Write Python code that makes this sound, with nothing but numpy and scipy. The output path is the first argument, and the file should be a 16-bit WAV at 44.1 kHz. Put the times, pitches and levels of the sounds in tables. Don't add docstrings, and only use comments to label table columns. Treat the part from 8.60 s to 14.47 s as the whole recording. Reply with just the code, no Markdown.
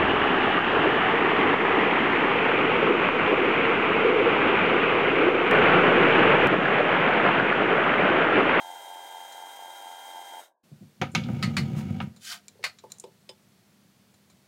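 import sys
import numpy as np
from scipy import signal
from scipy.fft import rfft, irfft
from scipy.io import wavfile
from scipy.ndimage import uniform_filter1d

SR = 44100
rng = np.random.default_rng(int(sys.argv[2]) if len(sys.argv) > 2 else 0)


def bounce(signal):
    frames = np.transpose(np.atleast_2d(signal))
    limited = np.clip(frames, -1, 1)
    pcm = np.round(limited * 32767).astype(np.int16)
    wavfile.write(sys.argv[1], SR, pcm)


N = 258937
T = np.arange(N) / SR


# [f/Hz, level/dB rms]
WHINE_TONES = [(354, -77), (908, -65.5), (926, -59.5), (942, -65.5), (1416, -74), (1600, -59.5),
               (2058, -63), (2400, -70.5), (3003, -74), (3200, -52.5), (4134, -86), (4800, -72.5),
               (5600, -103), (6498, -81.5), (7214, -70), (8872, -82), (9410, -78), (10266, -92)]
GEAR_BEATS_HZ = [85.9, 90.0]
# [one beat below: level/dB, one beat above: level/dB, two beats above: level/dB]
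CHATTER_SIDES = [(-63, -51.5, -76), (-57, -53.5, -58.5)]
# [f/Hz, level/dB]
GEAR_COLOUR = [(35, -88), (60, -88), (118, -45), (351, -19.5), (409, -21), (561, -12.5), (733, -9.5),
               (791, -10), (910, -10), (1140, -20), (1250, -54.5), (1620, -17), (2750, -120)]
# [f/Hz, level/dB]
BEARING_COLOUR = [(650, -39.5), (1100, -24.5), (1400, -7.5), (1650, -15.5), (1880, -9), (2120, -9.5),
                  (2500, -18), (3000, -11), (3400, -13), (3780, -12.5), (4420, -14), (6380, -16),
                  (8610, -18), (10800, -18.5), (12300, -15.5), (15700, -18)]
# [f/Hz, width/Hz, lift/dB]
HOUSING_MODES = [(1404, 300, 6.5), (1705, 80, 8.5), (2027, 84, 6), (2830, 77, 5.5), (3187, 120, 7),
                 (3740, 250, 8.5), (4510, 330, -6.5), (6500, 520, 7), (7200, 120, -5.5), (8550, 1800, 8)]
MOTOR_HZ, MOTOR_DB = 800, -50.5
GEARS_DB, BEARINGS_DB = -51.5, -51.5
STOP_S = 1.802


def lathe():
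    motor = 2 * np.pi * MOTOR_HZ * T
    beats = [2 * np.pi * (hz * T + rng.random()) + .2 * drift(35) for hz in GEAR_BEATS_HZ]
    sides = np.zeros(N)
    for beat, (below_db, above_db, second_db) in zip(beats, CHATTER_SIDES):
        sides += amp(below_db) * np.cos(motor - beat)
        sides += amp(above_db) * np.cos(motor + beat)
        sides += amp(second_db) * np.cos(motor + 2 * beat)
    flutter = amp(1.5 * drift(55))
    chatter = np.sqrt(2) * (amp(MOTOR_DB) * np.cos(motor) + sides * flutter)
    whine = sum(tone(hz, db, waver_rad=.15) for hz, db in WHINE_TONES)

    mesh_db = 2 * sum(np.cos(beat) for beat in beats) + drift(40)
    gears = amp(GEARS_DB) * unit(hiss(shape(GEAR_COLOUR)) * amp(mesh_db))
    bearing_hiss = hiss(shape(BEARING_COLOUR, HOUSING_MODES)) * amp(0.84 * drift(60))
    bearings = amp(BEARINGS_DB) * glancing(bearing_hiss, gain=0.13)

    after_s = np.maximum(T - STOP_S, 0)
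    tones = (chatter + whine) * amp(-2500 * after_s)
    return tones + gears * amp(-155 * after_s) + bearings * amp(-(after_s / 0.02) ** 2)


# [t/s, length/s, rumble level/dB, grind level/dB]
HANDWHEEL_PUSHES = [(2.399, 0.069, -33, -71), (2.533, 0.9, -29.5, -48.5)]
# [f/Hz, level/dB]
RACK_COLOUR = [(25, -65), (45, -36), (64, -28), (83, -7), (135, 1.5), (175, 0.5), (232, 0), (300, -19),
               (345, -15), (440, -29.5), (520, -29.5), (700, -27.5), (1000, -59)]
# [f/Hz, width/Hz, lift/dB]
APRON_MODES = [(92, 18, 4), (147.7, 15, 5.5), (215.5, 23, 2.5), (354, 17, 4)]
# [f/Hz, level/dB]
WAYS_COLOUR = [(260, -50), (450, 5.5), (529, -1.5), (612, -19), (763, 1), (951, -11.5), (1120, -20),
               (1280, -1.5), (1790, -10.5), (2330, -5), (2660, -7), (2900, -7), (15000, -33.5)]
RUMBLE_SAG_DB, GRIND_SAG_DB = 7.5, 15
SURGE_HZ, SURGE_DB, SURGE_CREST_S = 6.7, 2.5, 3.018
JOLT_DB, JOLT_PEAK_S = 2, 0.028


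def carriage(teeth_hz=46, uneven=.25, rub=1.0, rattle_share=0.59):
    turns = np.cumsum(teeth_hz * (1 + uneven * drift(15))) / SR
    teeth = np.diff(np.floor(turns), prepend=0) * amp(2 * rng.standard_normal(N))
    shaking_force = unit(teeth) + rub * rng.standard_normal(N)
    shake = unit(colour(shaking_force, shape(RACK_COLOUR, APRON_MODES)))
    power = uniform_filter1d(uniform_filter1d(shake ** 2, size=2000), size=1000)
    shake /= np.sqrt(abs(power) + 1e-6)

    ways_db = shape(WAYS_COLOUR, CARRIAGE_MODES)
    friction = rng.standard_normal(N) * amp(2.1 * np.cos(2 * np.pi * turns))
    grind = unit(colour(friction, ways_db))
    loose = signal.lfilter([1], [1, -np.exp(-1 / (.005 * SR))], abs(grit(90, 1.8)))
    dull_db = ways_db - 2.9 * np.log2(bins() / 1300) ** 2
    rattle = unit(colour(loose * rng.standard_normal(N), dull_db))

    rumbling, grinding = np.zeros(N), np.zeros(N)
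    for s, length_s, rumble_db, grind_db in HANDWHEEL_PUSHES:
        rumbling += amp(rumble_db) * push(s, length_s, RUMBLE_SAG_DB)
        grinding += amp(grind_db) * push(s, length_s, GRIND_SAG_DB)
    surge = np.cos(2 * np.pi * SURGE_HZ * (T - SURGE_CREST_S))
    ages = [np.maximum(T - row[0], 0) / JOLT_PEAK_S for row in WHEEL_CLANKS]
    jolts = np.max([age * np.exp(1 - age) for age in ages], axis=0)
    rumble = shake * rumbling * amp(SURGE_DB * surge + JOLT_DB * jolts)
    return rumble + unit(grind + rattle_share * rattle) * grinding


GRIP_S, FASTEST_AT, COAST_DB_PER_S = .023, 0.45, 188


def push(start_s, length_s, sag_db):
    grip = np.clip((T - start_s) / GRIP_S, 0, 1)
    done = np.clip((T - start_s) / length_s, 0, 1)
    coasting_s = np.maximum(T - start_s - length_s, 0)
    return grip * amp(-sag_db * (done - FASTEST_AT) ** 2 - COAST_DB_PER_S * coasting_s)



# [t/s, level/dB, centre f/Hz, focus/(dB/octave^2), t60/s]
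CARRIAGE_KNOCKS = [(2.4148, -27.5, 2500, 0.2, 0.044), (2.419, -23.5, 603, 1.2, 0.085),
                   (2.5497, -21, 3430, 2, 0.065), (2.636, -45, 3800, 18, .06), (2.686, -41, 1054, 5, 0.13),
                   (3.4022, -32, 1400, 4.5, 0.078)]
# [f/Hz, level/dB]
CARRIAGE_COLOUR = [(59, -34), (100, -16), (205, 7.5), (614, -20.5), (774, -12), (1110, -26), (1290, -11),
                   (1690, -17), (2580, -13), (3850, -18.5), (6390, -28.5), (8230, -38.5), (10800, -34.5),
                   (15500, -46)]
# [f/Hz, width/Hz, lift/dB]
CARRIAGE_MODES = [(526, 59, 13), (754, 89, 9.5), (955, 82, 13.5), (1234, 110, 9), (1540, 90, 3.5),
                  (2234, 130, 8.5), (2880, 180, 4), (3430, 250, 3), (6740, 1300, 7), (9400, 1200, -12),
                  (10500, 360, 10)]


def carriage_knocks():
    return blows(CARRIAGE_KNOCKS, CARRIAGE_COLOUR, CARRIAGE_MODES,
                 crack=1.5, tail_db=-8.5, tail_t60_s=0.19, contact_s=0.00038)


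# [t/s, level/dB, centre f/Hz, focus/(dB/octave^2), t60/s]
WHEEL_CLANKS = [(2.8261, -27.5, 2660, 1, 0.15), (2.9672, -25, 2815, 0.87, 0.093),
                (2.981, -31.5, 1600, 0.26, 0.16), (4.028, -50, 4000, 1, 0.14),
                (4.0392, -25.5, 2230, 0.19, 0.14)]
# [f/Hz, level/dB]
WHEEL_COLOUR = [(290, -36), (500, -12.5), (737, -8), (950, -13), (1250, -4.5), (1700, -8.5), (2100, -2.5),
                (3430, -13), (4440, -5.5), (5510, -15), (12500, -27), (15500, -32)]
# [f/Hz, width/Hz, lift/dB]
WHEEL_MODES = [(1260, 60, 7), (1560, 70, 3), (1800, 60, 5), (1960, 50, 7), (2090, 60, 8), (2430, 60, 6),
               (2950, 80, 4), (3700, 90, 4), (4345, 70, 10), (4700, 110, 2), (6950, 100, 8), (8500, 300, 4)]


def handwheel_clanks():
    return blows(WHEEL_CLANKS, WHEEL_COLOUR, WHEEL_MODES,
                 crack=0.12, tail_db=-32, tail_t60_s=0.13, contact_s=0.00057)


# [f/Hz, level/dB]
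BEAM_COLOUR = [(350, -63), (600, -41), (706, 15.5), (866, -10), (1080, 2), (1860, -2.5), (2470, -4),
               (3980, -2.5), (4750, -3.5), (7140, -5.5), (15500, -16)]
# [f/Hz, width/Hz, lift/dB]
BEAM_MODES = [(1600, 100, 10), (2250, 120, 7), (3110, 92, 6), (3950, 250, 2.5), (4640, 110, 6)]
SLIDE_S, SLIDE_LENGTH_S, SLIDE_GAIN_DB = 3.59, .15, -36
SLIDE_CURVE, BRAKE_DB_PER_S = 1.68, 472
SHUT_HZ, OPEN_HZ = 2300, 710


def caliper_slide(peak_ratio=3.6, peak_db=4):
    rubbing = grit(2700, 2.1) + 0.62 * rng.standard_normal(N)
    rub = glancing(colour(rubbing, shape(BEAM_COLOUR, BEAM_MODES)))
    hz, frame_s, spectrum = signal.stft(rub, SR, nperseg=512)

    opened = np.clip((T - SLIDE_S) / SLIDE_LENGTH_S, 0, 1)
    low_hz = SHUT_HZ + (OPEN_HZ - SHUT_HZ) * opened ** 2
    above = (hz[:, None] + 1) / np.interp(frame_s, T, low_hz)
    bright_band = amp(peak_db / (1 + (4 * np.log2(above / peak_ratio)) ** 2))
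    low_cut = 1 / np.sqrt(1 + above ** -6)
    swish = signal.istft(spectrum * bright_band * low_cut, SR, nperseg=512)[1][:N]

    braking_s = np.maximum(T - SLIDE_S - SLIDE_LENGTH_S, 0)
    speed = np.sin(np.pi / 2 * opened) ** SLIDE_CURVE * amp(-BRAKE_DB_PER_S * braking_s)
    catch_db = 1.1 * drift(170)
    return swish * speed * amp(SLIDE_GAIN_DB + catch_db)


# [t/s, level/dB, centre f/Hz, focus/(dB/octave^2), t60/s]
STEEL_CLICKS = [(0.722, -51, 5500, 1.6, 0.093), (2.516, -59.5, 8800, 37, 0.33),
                (3.5625, -56.5, 8500, 0.47, 0.11), (3.8822, -45, 5600, 3.6, 0.033),
                (4.1865, -52, 3420, 5.1, 0.062), (4.301, -57.5, 3000, 0.58, 0.38),
                (4.3195, -39.5, 8100, 2.6, 0.02), (4.3845, -53, 8200, 24, .025),
                (4.3985, -42, 8250, 18, 0.024), (5.541, -63, 6000, 0.46, 0.086),
                (5.6995, -60, 6000, 0.55, 0.091)]
# [f/Hz, level/dB]
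CALIPER_COLOUR = [(400, 16), (1500, 5.5), (2500, -6.5), (4000, -4), (7000, 3), (9000, -7.5), (10500, -7.5),
                  (15500, -15)]
# [f/Hz, width/Hz, lift/dB]
CALIPER_MODES = [(2330, 130, 14.5), (3620, 74, 11), (4020, 430, 16.5), (6000, 740, -1.5), (7120, 240, 9.5),
                 (8900, 620, 9.5), (15300, 500, 6)]


def steel_clicks():
    return blows(STEEL_CLICKS, CALIPER_COLOUR, CALIPER_MODES,
                 crack=1.8, tail_db=-20.0, tail_t60_s=0.16, contact_s=0.000058)


# [t/s, level/dB, centre f/Hz, focus/(dB/octave^2), t60/s]
JAW_TAPS = [(4.438, -53, 3000, 1.5, 0.041), (4.6908, -42.5, 3500, 3, 0.059)]
# [f/Hz, level/dB]
WORK_COLOUR = [(800, -17), (1500, -12), (2500, -7.5), (3500, -5.5), (4400, -13), (5100, -1), (5800, -17),
               (8800, -9), (10000, -26), (15500, -20)]
# [f/Hz, width/Hz, lift/dB]
WORK_MODES = [(2450, 100, 6), (3050, 90, 12), (3490, 90, 14), (3920, 100, 10), (5080, 170, 8),
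              (6600, 250, 6), (7700, 250, 6), (8720, 400, 8)]


def jaw_taps():
    return blows(JAW_TAPS, WORK_COLOUR, WORK_MODES,
                 crack=0.56, tail_db=-12, tail_t60_s=0.13, contact_s=0.00063)


# [t/s, level/dB, centre f/Hz, focus/(dB/octave^2), t60/s]
CHUCK_THUDS = [(3.953, -60, 525, 4.6, .12), (3.991, -54.5, 434, 10, .12), (4.2375, -45, 800, 0.92, 0.14),
               (4.4395, -41.5, 520, 0.99, 0.14), (4.692, -47, 600, 0.62, 0.096)]
# [f/Hz, level/dB]
CHUCK_COLOUR = [(200, -34), (300, -18), (380, -3), (540, -2), (720, -15.5), (950, -7.5), (1150, -21),
                (1500, -39), (4000, -30)]
# [f/Hz, width/Hz, lift/dB]
CHUCK_MODES = [(383, 38, 5), (492, 38, 6.5), (872, 35, 11), (1000, 21, 3.6)]


def chuck_thuds():
    return blows(CHUCK_THUDS, CHUCK_COLOUR, CHUCK_MODES,
                 crack=0.89, tail_db=-25, tail_t60_s=0.51, contact_s=0.00051)


# [t/s, rise/s, level/dB]
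SLEEVE_BRUSHES = [(3.135, 0.053, -47), (3.385, .038, -56)]
# [f/Hz, level/dB]
CLOTH_COLOUR = [(300, -12), (1000, 8.5), (3000, 0), (7000, -4), (15500, -13)]
BRUSH_SHARPNESS = 6


def sleeve():
    strokes = np.zeros(N)
    for s, rise_s, db in SLEEVE_BRUSHES:
        age = np.maximum(T - s, 0) / rise_s
        strokes += amp(db) * (age * np.exp(1 - age)) ** BRUSH_SHARPNESS
    return hiss(shape(CLOTH_COLOUR)) * strokes * amp(drift(80))


# [f/Hz, level/dB]
SHOP_COLOUR = [(18, -91), (30, -54), (100, -8), (193, -6.5), (271, -17), (334, -16), (371, -15.5),
               (401, -21.5), (434, -18.5), (660, -20.5), (793, -22), (880, -24), (1790, -25.5),
               (4470, -27.5), (15700, -35)]
# [f/Hz, level/dB rms]
HUM_TONES = [(200, -69.5), (240, -77), (400, -83.5), (600, -88), (4290, -94), (4390, -85)]
# [t/s, level/dB, centre f/Hz, focus/(dB/octave^2), t60/s]
SOFT_BUMPS = [(2.115, -46.5, 280, 4, 0.076), (2.151, -57, 200, 2, .06), (2.208, -46.5, 324, 4.5, 0.062),
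              (2.224, -46, 280.8, 0, 0.039)]
SHOP_DB, SHOP_START_S, SHOP_FADE_S = -62.5, 2.031, .012


def workshop():
    air = amp(SHOP_DB) * hiss(shape(SHOP_COLOUR))
    hum = sum(tone(hz, db, waver_rad=0.17) for hz, db in HUM_TONES)
    heard = np.clip((T - SHOP_START_S) / SHOP_FADE_S, 0, 1)
    bumps = blows(SOFT_BUMPS, RACK_COLOUR, APRON_MODES, crack=1., tail_db=-15, tail_t60_s=.2)
    return (air + hum) * heard + bumps


def blows(rows, body, modes, crack=1., tail_db=-20, tail_t60_s=0.21, contact_s=0.00018, size=440):
    out, t = np.zeros(N), np.arange(SR // 2) / SR
    contact = 1 - np.exp(-t / contact_s)
    for s, db, centre_hz, focus, t60_s in rows:
        rattle, room = rng.standard_normal((2, len(t)))
        strike = amp(-60 * t / max(t60_s, .004)) + crack * np.exp(-t / (4 * contact_s))
        tail = amp(tail_db - 60 * t / tail_t60_s)
        force = contact * (rattle * strike + room * tail)
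        focus_db = abs(focus) * np.log2(bins() / centre_hz) ** 2
        ring = colour(force, shape(body, modes) - focus_db)
        add(out, s, amp(db) * ring / np.sqrt(np.mean(ring[:size] ** 2)))
    return out


def glancing(x, gain=0.28, within_s=.009, count=7):
    out = x.copy()
    for delay, sign in zip(rng.uniform(.1, 1, count) * within_s, rng.choice([-1, 1], count)):
        add(out, delay, sign * gain * x)
    return unit(out)


def grit(per_s, spread_db):
    size = amp(spread_db * np.minimum(rng.exponential(1, N), 4))
    return unit(size * rng.choice([-1, 1], N) * (rng.random(N) < per_s / SR))


def tone(hz, db, waver_rad=0.):
    phase = 2 * np.pi * (hz * T + rng.random()) + waver_rad * drift(12)
    return np.sqrt(2) * amp(db) * np.sin(phase)


def hiss(db):
    return unit(colour(rng.standard_normal(N), db))


def drift(rate_hz):
    hz = np.fft.rfftfreq(N, 1 / SR)
    return unit(irfft(rfft(rng.standard_normal(N)) / (1 + (hz / rate_hz) ** 4), N))


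def bins(size=8192):
    return np.fft.rfftfreq(size, 1 / SR) + 1


def shape(points, modes=()):
    f, db = np.transpose(points)
    hz = bins()
    broad_db = np.interp(np.log(hz), np.log(f), db)
    return broad_db + sum(lift / (1 + (2 * (hz - at) / width) ** 2) for at, width, lift in modes)


def colour(x, db):
    cepstrum = irfft(np.log(amp(np.maximum(db - db.max(), -90))))
    half = len(cepstrum) // 2
    cepstrum[1:half] *= 2
    cepstrum[half + 1:] = 0
    impulse = irfft(np.exp(rfft(cepstrum)))[:half]
    return signal.oaconvolve(x, impulse)[:len(x)]


def amp(db):
    return 10 ** (np.asarray(db) / 20)


def unit(x):
    return x / np.sqrt(np.mean(x ** 2) + 1e-20)


def add(mix, s, sound):
    part = mix[round(s * SR):][:len(sound)]
    part += sound[:len(part)]


def scene():
    struck = carriage_knocks() + handwheel_clanks() + chuck_thuds() + steel_clicks() + jaw_taps()
    moving = lathe() + carriage() + caliper_slide() + sleeve()
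    return (struck + moving + workshop())[None]


EDGE_HZ = 15900


def record(dry):
    lowpass = signal.firwin(511, EDGE_HZ, window=("kaiser", 9), fs=SR)
    return signal.oaconvolve(dry, lowpass[None], "same")


dry = scene()
out = record(dry)
bounce(out)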